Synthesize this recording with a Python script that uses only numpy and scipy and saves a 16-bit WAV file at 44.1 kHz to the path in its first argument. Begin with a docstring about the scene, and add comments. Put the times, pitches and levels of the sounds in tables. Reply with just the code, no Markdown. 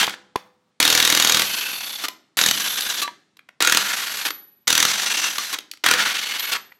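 """A cordless impact wrench takes lug nuts off a truck wheel in a garage, nut after nut.
Hammer: about 40 gritty cracks a second, each ringing the anvil modes, until the nut breaks free.
Free nut: grind with brief dropouts about once a turn, over fan whirr and gear whine.
Stops and contacts: bursts of grit as the brake grabs; decaying sines as socket, wheel and loose parts ring.
Behind: faint handling rustle, garage reverb of banded noise, steady hush."""
import sys
import numpy as np
from scipy import signal
from scipy.fft import rfft, irfft
from scipy.io import wavfile

SR = 44100
rng = np.random.default_rng(int(sys.argv[2]) if len(sys.argv) > 2 else 0)


def wav_out(sig):
    """Save sig, one row per channel (or a flat mono array), as 16-bit PCM at SR to the path in sys.argv[1]."""
    wavfile.write(sys.argv[1], SR, np.round(np.clip(np.atleast_2d(sig).T, -1, 1) * 32767).astype(np.int16))


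N = 299570


def from_db(db):
    """Amplitude ratio of a level in dB."""
    return 10 ** (np.asarray(db) / 20)


def rms_one(x):
    """Scales to rms 1."""
    return x / np.sqrt(np.mean(x ** 2) + 1e-20)


def at_hz(points, hz):
    """Interpolates (f, value) points over log frequency."""
    points_hz, values = np.array(points).T
    return np.interp(np.log(hz), np.log(points_hz), values)


def drift(rate_hz):
    """Slow random wander, rms about 1: two-pole lowpassed noise at one point per 40 samples."""
    r = np.exp(-80 * np.pi * rate_hz / SR)
    noise = rng.standard_normal(N // 40 + 2002)
    slow = signal.lfilter([1], [1, -2 * r, r * r], noise)[2000:]   # drop the filter's run-in
    return np.interp(np.arange(N) / 40, np.arange(len(slow)), rms_one(slow))


def coloured(x, spectrum, size=2048):
    """Causal (minimum-phase) filter of the given spectrum; keeps the power of white noise."""
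    hz = np.arange(size // 2 + 1) * SR / size + 1
    cepstrum = irfft(np.log(from_db(at_hz(spectrum, hz))))
    cepstrum[1:size // 2] *= 2
    cepstrum[size // 2 + 1:] = 0
    kernel = irfft(np.exp(rfft(cepstrum)))
    return signal.oaconvolve(x, kernel / np.linalg.norm(kernel))[:N]


SPLIT_HZ = 2000


def split(high, low):
    """Joins the treble of one signal to the bass of another."""
    above = signal.butter(3, SPLIT_HZ, "high", fs=SR, output="sos")
    below = signal.butter(3, SPLIT_HZ, "low", fs=SR, output="sos")
    return signal.sosfilt(above, high) + signal.sosfilt(below, low)


def ring(clicks, hz, t60_s):
    """Damped resonator: a unit click starts a decaying sine of height 1."""
    r, w = from_db(-60 / (t60_s * SR)), 2 * np.pi * hz / SR
    return signal.lfilter([0, np.sin(w)], [1, -2 * r * np.cos(w), r * r], clicks + 1e-18)


def strike(times_s, dbs, modes, spread_db):
    """Every hit excites every mode; spread_db sets the chance in each strength."""
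    out, chance = np.zeros(N), rng.standard_normal((len(times_s), len(modes)))
    at = (np.asarray(times_s) * SR).astype(int)
    for k, (hz, db, t60_s) in enumerate(modes):
        clicks = np.zeros(N)
        clicks[at] = from_db(dbs + db + spread_db * chance[:, k])
        out += ring(clicks, hz, t60_s)
    return out


def bursts(times_s, dbs, hold_ms, fade_ms):
    """Envelope: each event jumps up, holds, then dies away exponentially."""
    out, ms = np.zeros(N), np.arange(SR // 10) * 1000 / SR
    for s, db, hold in np.broadcast(times_s, dbs, hold_ms):
        i = int(s * SR)
        shape = from_db(db) * np.exp(-np.maximum(ms - hold, 0) / fade_ms)
        out[i:i + len(ms)] += shape[:N - i]
    return out


def grit(spread_db):
    """Dense metal contacts: white noise with random sample-to-sample size; rms 1."""
    size_db = spread_db * np.minimum(rng.exponential(1, N), 4)
    return rms_one(rng.standard_normal(N) * from_db(size_db))


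# garage hush spectrum: f/Hz, density/dB per Hz (relative)
AIR = [(24, -42), (40, -31), (100, -17), (189, -9), (395, -17), (502, -22), (4000, -27.5), (9000, -37.5),
       (15600, -68), (22000, -120)]
AIR_DB = -71


def hush():
    """Garage air: steady coloured noise."""
    return from_db(AIR_DB) * coloured(rng.standard_normal(N), AIR)


# garage decay: f/Hz, t60/s
GARAGE_T60 = [(150, 0.66), (1000, 0.28), (4000, 0.2), (9000, 0.26), (15000, 0.016)]
GARAGE_DB = -12.5
LATE_DB, LATE_STRETCH = -15.5, 2.5   # faint slower part of the tail: level, decay time ratio


def garage(x):
    """Diffuse reverb: octave bands of noise, each dying at its own rate."""
    t, tail = np.arange(int(.7 * SR)) / SR, 0
    for hz in 90 * 2. ** np.arange(8):
        band = signal.butter(2, [hz / np.sqrt(2), hz * np.sqrt(2)], "band", fs=SR, output="sos")
        fall_db = -60 * t / at_hz(GARAGE_T60, hz)
        decay = from_db(fall_db) + from_db(LATE_DB + fall_db / LATE_STRETCH)
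        tail = tail + signal.sosfilt(band, rng.standard_normal(len(t))) * decay
    tail = tail * (1 - np.exp(-t / 0.0005))
    return from_db(GARAGE_DB) * signal.oaconvolve(x, tail / np.linalg.norm(tail))[:N]


# handling of the tool: t/s, level/dB
RUSTLE = [(0.372, -47.5), (0.501, -69.5), (0.719, -78.5)]


def rustle():
    """Tool handled: soft uneven grit, mostly midrange."""
    s, db = np.transpose(RUSTLE)
    level_db = np.interp(np.arange(N) / SR, s, db, -200, -200)
    uneven = grit(spread_db=2.5) * from_db(level_db + 1.7 * drift(20))
    return coloured(uneven, [(300, -11.0), (1200, 3.5), (2500, -23.5)])


# socket bumps the wheel: t/s, level/dB
WHEEL_HITS = [(0.01, -33), (0.357, -39)]
# wheel modes: f/Hz, level/dB (added to hit), t60/s
WHEEL = [(190, -4, 0.12), (502, -14, 1.0), (800, 3, 0.1)]


def wheel():
    """Each bump rings the damped wheel modes."""
    return strike(*np.transpose(WHEEL_HITS), WHEEL, spread_db=0)


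# free socket struck: t/s, level/dB
PINGS = [(4.212, -43), (4.306, -42.5), (6.395, -34.5)]
# close socket modes that beat: f/Hz, level/dB (added to hit), t60/s
SOCKET = [(11884, 7.5, 0.59), (11862, -2, 0.7), (11900, -20, 0.52)]


def socket():
    """The free socket sings: close high modes beat as they decay."""
    return strike(*np.transpose(PINGS), SOCKET, spread_db=0)


# short clanks of loose parts, and one brief high ring of the socket: t/s, f/Hz, level/dB (before wobble), t60/s
CLANKS = [(0.078, 990, -17.5, 0.011), (0.3573, 1013, -14.5, 0.044), (0.3593, 423, -15, 0.017),
          (2.042, 1190, -26, 0.1), (2.087, 1014, -35.5, 0.19), (2.085, 11800, -44, 0.22),
          (3.024, 1157, -22, 0.21), (3.022, 3960, -26, 0.17), (3.078, 966, -28.5, 0.11),
          (5.383, 1170, -22, 0.1), (5.53, 1080, -25, 0.07), (6.52, 1120, -26, 0.19),
          (6.533, 1394, -22, 0.087), (6.544, 970, -28, 0.11), (6.72, 1970, -35.5, 0.017)]
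CLANK_WOBBLE_DB = 3


def clanks():
    """Each clank is one dying tone, roughened as the parts still touch."""
    out, t = np.zeros(N), np.arange(SR // 3) / SR
    for s, hz, db, t60_s in CLANKS:
        i = int(s * SR)
        tone = from_db(db - 60 * t / t60_s) * np.sin(2 * np.pi * hz * t)
        out[i:i + len(t)] += tone[:N - i]
    return out * from_db(CLANK_WOBBLE_DB * drift(70))


# spectrum of blows and contacts: f/Hz, density/dB per Hz (relative)
BLOW_COLOUR = [(150, -42), (300, -11), (614, -17.5), (1300, -8), (3830, 0), (9090, -12.5), (11700, -10.5),
               (16000, -21)]


def contacts(table, hold_ms, fade_ms):
    """Metal on metal: gritty broadband bursts, bass level set apart from treble."""
    s, db, low_db = np.transpose(table)
    shapes = [bursts(s, level_db, hold_ms, fade_ms) for level_db in (db, db + low_db)]
    high, low = grit(spread_db=-2.0) * shapes
    return from_db(-13.0) * coloured(split(high, low), BLOW_COLOUR)


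# single contacts of socket, nut and stud: t/s, level/dB (relative), low part/dB (re level)
CLACKS = [(.0123, -6, 13.5), (.0294, -6, 15), (.0674, -10.5, -11), (.0797, -24, 24.5), (.0944, -15.5, 9),
          (.1378, -35.5, 30), (.3585, -13, 13.5), (2.0835, -6.5, 3), (2.3705, -7.5, -2), (2.808, -5.5, -9),
          (3.077, -28.5, 26), (3.3692, -36.5, 5), (3.3914, -39.5, 18.5), (3.4885, -36.5, 18.5),
          (3.6048, -5.5, 10), (4.171, -10, -5), (4.3048, -11.5, 8.5), (5.382, -4, 0), (5.5862, -12.5, 7.5),
          (5.606, -31, -14), (5.7135, -13, -42), (5.7355, -26, 4.5), (5.772, -33, 4), (5.8395, -8, 11),
          (6.395, -10.5, -5), (6.558, -17, 0), (6.722, -47, 25)]


def clacks():
    """Socket, nut and stud touch: one short burst each."""
    return contacts(CLACKS, hold_ms=3.53, fade_ms=0.65)


# brake grabs: t/s, level/dB (relative), low part/dB (re level)
BRAKES = [(2.0375, -13, 8), (3.017, -7.5, -0.5), (4.2517, -8.5, 6), (5.5273, -10.5, 0.5),
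          (6.5195, -8.5, 3.5)]


def brakes():
    """The brake grabs and the nut chatters to a stop: a longer burst each."""
    return contacts(BRAKES, hold_ms=19.3, fade_ms=1.9)


# gear whine of the free-spinning tool: start t/s, trigger off t/s, end t/s, level/dB (before wobble)
WHINE = [(1.45, 1.98, 2.03, -42), (3.86, 4.16, 4.25, -40), (5.39, 5.36, 5.52, -38), (5.97, 6.44, 6.51, -41)]
WHINE_HZ, WHINE_SAG_HZ_PER_S, WHINE_OCTAVE_DB = 4450, 3600, -14   # frequency before waver


def whine():
    """Gears: a wavering tone and its octave, gliding down as the motor coasts."""
    t = np.arange(N) / SR
    hz, gain = np.full(N, float(WHINE_HZ)), np.zeros(N)
    for start, off, end, db in WHINE:
        on = (t > start) & (t < end)
        hz[on] -= WHINE_SAG_HZ_PER_S * np.maximum(t[on] - off, 0)
        gain[on] = from_db(db)
    waver = 1 + .007 * drift(63) + .008 * drift(6)
    phase = np.cumsum(hz * waver) * 2 * np.pi / SR
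    tone = np.sin(phase) + from_db(WHINE_OCTAVE_DB) * np.sin(2 * phase)
    return gain * from_db(3 * drift(25)) * tone


# trigger held, one table per pull: t/s, gear and thread grind/dB, its low part/dB, fan whirr/dB
# (levels before rattle and drift)
RUNS = [
    [(0, -17, -19, -36.5), (.045, -22.5, -17.5, -44.5), (.06, -36, -28, -42.5), (.15, -41.5, -37.5, -83)],
    [(.801, -23.5, -19, -33), (1.41, -23.5, -20, -33.5), (1.46, -29, -28, -32.5), (1.75, -34, -32, -36),
     (2.04, -38.5, -36.5, -41.5), (2.07, -45, -44.5, -49.5)],
    [(2.371, -26.5, -20, -25), (2.52, -28.5, -28, -34), (2.67, -30, -28.5, -31), (3.02, -32.5, -30.5, -39),
     (3.06, -51, -38, -66)],
    [(3.604, -25.5, -22, -43.5), (3.82, -30.5, -29, -36), (3.87, -29.5, -28.5, -36.5),
     (4.25, -35.5, -35, -37), (4.29, -36, -31, -34)],
    [(4.672, -25.5, -24, -36), (4.92, -28, -27.5, -38.5), (5.27, -27.5, -26.5, -38.5),
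     (5.31, -32, -32, -40), (5.53, -37.5, -36, -41), (5.57, -49, -34, -67)],
    [(5.838, -22.5, -18, -50), (6.1, -27.5, -27, -37.5), (6.14, -30, -32, -44), (6.51, -33, -32.5, -38.5),
     (6.57, -32.5, -25.5, -59)],
]


def effort():
    """Trigger: gains of grind, its low part and the fan; practically nothing between pulls."""
    t, gains = np.arange(N) / SR, np.zeros((3, N))
    for rows in RUNS:
        s, *columns = np.transpose(rows)
        gains += [from_db(np.interp(t, s, db, -200, -200)) for db in columns]
    return gains


# loose nut loses touch with the socket wall, about once a turn: t/s
BREAKS = [1.49, 1.523, 1.56, 1.604, 1.646, 1.678, 1.724, 1.751, 1.771, 1.796, 1.825, 1.855, 1.889, 1.92,
          1.948, 1.972, 2.528, 2.565, 2.592, 2.637, 2.691, 2.717, 2.751, 2.766, 2.799, 2.815, 2.846, 2.884,
          2.935, 2.963, 3.013, 3.835, 3.88, 3.925, 3.96, 4.014, 4.058, 4.09, 4.135, 4.167, 4.238, 4.928,
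          4.971, 5.012, 5.053, 5.092, 5.135, 5.163, 5.21, 5.294, 5.324, 5.346, 5.378, 5.464, 5.489, 5.97,
          6.047, 6.136, 6.177, 6.209, 6.251, 6.283, 6.333, 6.382, 6.417, 6.465, 6.51]
RATTLE_DB, FREE_AFTER_S = 2.5, .03
BREAK_DB, BREAK_SPREAD_DB, BREAK_S = 10, 1.5, .0049   # dip depth, its chance, half width at 1/e


def rattle():
    """Gain of the grind: louder once the nut is free and rattles, dipping where it loses touch."""
    t = np.arange(0, N, 32) / SR
    hammering = sum((t > first - FREE_AFTER_S) & (t < last + FREE_AFTER_S) for first, last, *_ in HAMMERING)
    db = RATTLE_DB * (1 - hammering) * (t > HAMMERING[0][0])
    for s, chance in zip(BREAKS, rng.standard_normal(len(BREAKS))):
        db = db - (BREAK_DB + BREAK_SPREAD_DB * chance) * np.exp(-((t - s) / BREAK_S) ** 2)
    return from_db(np.repeat(db, 32)[:N])


# tool body resonances: f/Hz, width/Hz, then level/dB in each pull (before wander)
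TOOL = [(1530, 730, -19.5, -22.5, -16.5, -3.5, -8, -6), (6020, 110, -13.5, -2.5, -0.5, -9.5, 5, -5),
        (7000, 4000, -22, -13, -7.5, -8.5, -8, -20)]
# socket and nut modes as the nut shifts its seat, plus one band at the gear whine's pitch (4380 Hz, 1.46-1.95
# s): start t/s, end t/s, f/Hz, level/dB (before wander)
SEATS = [(0, .1, 3200, 0), (.8, 1.4, 3760, -4), (1.5, 1.82, 2600, 4), (1.5, 1.72, 1550, -1),
         (1.48, 1.7, 3070, 0), (1.46, 1.95, 4380, 1), (1.74, 2.0, 3530, 1), (2.37, 2.52, 3830, 1),
         (2.5, 2.66, 3050, 3), (2.68, 3.0, 3520, 1), (2.62, 3.0, 3990, -1), (2.62, 2.95, 1620, -2),
         (3.6, 3.84, 1400, -1), (3.6, 3.79, 2500, 0), (4.67, 4.84, 3720, -3), (5.05, 5.28, 2720, -1),
         (5.9, 6.14, 1430, -4), (6.15, 6.5, 2950, -4), (6.12, 6.5, 2170, -4)]
SEAT_WIDTH_HZ, SEAT_FADE_S = 75, .05


def tool_body(x, wander_db):
    """Resonances of tool, socket and nut, and a band at the gear whine's pitch: each a close pair, strengths
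    wandering as the contact point moves."""
    out, t = x.copy(), np.arange(N) / SR
    pull = np.searchsorted([rows[0][0] for rows in RUNS], t, "right") - 1
    modes = [(hz, width_hz, from_db(dbs)[pull]) for hz, width_hz, *dbs in TOOL]
    for start, end, hz, db in SEATS:
        fade = np.clip(np.minimum(t - start, end - t) / SEAT_FADE_S + 1, 0, 1)
        modes.append((hz, SEAT_WIDTH_HZ, from_db(db) * fade))
    for centre_hz, width_hz, gain in modes:
        r, on = np.exp(-np.pi * width_hz / SR), gain > 0
        for hz in centre_hz * np.array([.988, 1.012]):
            poles = [1, -2 * r * np.cos(2 * np.pi * hz / SR), r * r]
            mode = signal.lfilter([1 - r, 0, r - 1], poles, x[on] + 1e-18)
            out[on] += mode * gain[on] * from_db(wander_db * drift(48)[on])
    return out


# grind spectrum: f/Hz, density/dB per Hz (relative)
GRIND_COLOUR = [(90, -31.5), (200, -13), (480, -13), (800, -8), (1400, -5), (3620, 1.5), (9400, -14.5),
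                (16000, -22)]
# fan whirr spectrum: f/Hz, density/dB per Hz (relative)
WHIRR_COLOUR = [(9500, -18.5), (11000, -1), (12300, -1), (13500, -14.5), (16000, -33.5)]


def motor(high, low, whirr):
    """Gear and thread grit under the rattle of the nut, plus the smooth noise of the fan."""
    contact = grit(spread_db=2.5) * rattle() * from_db(1.5 * drift(60))
    grind = coloured(split(contact * high, contact * low), GRIND_COLOUR)
    fan = coloured(rng.standard_normal(N), WHIRR_COLOUR) * whirr * from_db(1.3 * drift(29))
    return tool_body(grind, wander_db=3.5) + fan


# hammering per nut: first blow t/s, last blow t/s, first level/dB, last level/dB,
# every second blow re the others/dB (all before chance)
HAMMERING = [(0.8016, 1.419, -5, -8.5, -1.5), (2.389, 2.5103, -11, -10.5, 1.5),
             (3.623, 3.7715, -7, -5.5, -5.5), (4.6777, 4.8516, -7.5, -6.5, -2),
             (5.862, 5.937, -3.5, -5, -5)]
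BLOWS_PER_S = 40.5   # sets the whole number of gaps per nut
QUICKEN_S, BLOW_JITTER_S, BLOW_SPREAD_DB = 1.3e-5, .0004, -0.4   # gaps shrink a little blow by blow


def blow_times():
    """Times and levels of all blows: nearly even gaps, the two hammer jaws taking turns."""
    rows = []
    for first, last, first_db, last_db, second_db in HAMMERING:
        k = np.arange(round((last - first) * BLOWS_PER_S) + 1)
        share, chance = k / k[-1], rng.standard_normal((len(k), 2))
        s = first + (last - first) * share
        s = s + QUICKEN_S * k * (k[-1] - k) + BLOW_JITTER_S * chance[:, 0]
        db = first_db + (last_db - first_db) * share
        db = db + second_db * (k % 2) + BLOW_SPREAD_DB * chance[:, 1]
        rows += zip(s, db)
    return np.transpose(rows)


# anvil, wheel and tyre modes: f/Hz, level/dB (added to blow), t60/s
ANVIL = [(204, -28.5, 0.055), (497.8, -32.5, 0.22), (3230, -10.5, 0.0077), (3790, -8, 0.015),
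         (4180, -6.5, 0.0076), (6540, -11, 0.021)]


def hammer(low_share):
    """Hammer on anvil: a crack of a few ms per blow, bass following the pull's grind, plus modal ring."""
    s, db = blow_times()
    crack = grit(spread_db=2.5) * bursts(s, db - 1.5, hold_ms=1.58, fade_ms=2.11)
    crack = coloured(split(crack, crack * low_share * from_db(1.0)), BLOW_COLOUR)
    return tool_body(crack, wander_db=3.5) + strike(s, db, ANVIL, spread_db=5.5)


def scene():
    """Sums the sources; clanks, socket and hush bypass the reverb."""
    high, low, whirr = effort() + 1e-12
    near = hammer(low / high) + motor(high, low, whirr) + whine() + rustle()
    near += clacks() + brakes() + wheel()
    return (near + garage(near) + clanks() + socket() + hush())[None]


OVERLOAD, MIC_LOW_HZ, CUTOFF_HZ = .48, 87.5, 16400


def record(dry):
    """The loudest peaks flatten towards the overload level; deep bass and the top are cut."""
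    flat = dry / (1 + np.abs(dry / OVERLOAD) ** 6.0) ** (1 / 6.0)
    flat = signal.sosfilt(signal.butter(2, MIC_LOW_HZ, "high", fs=SR, output="sos"), flat)
    return signal.sosfilt(signal.cheby2(14, 45, CUTOFF_HZ, fs=SR, output="sos"), flat)


dry = scene()
out = record(dry)
wav_out(out)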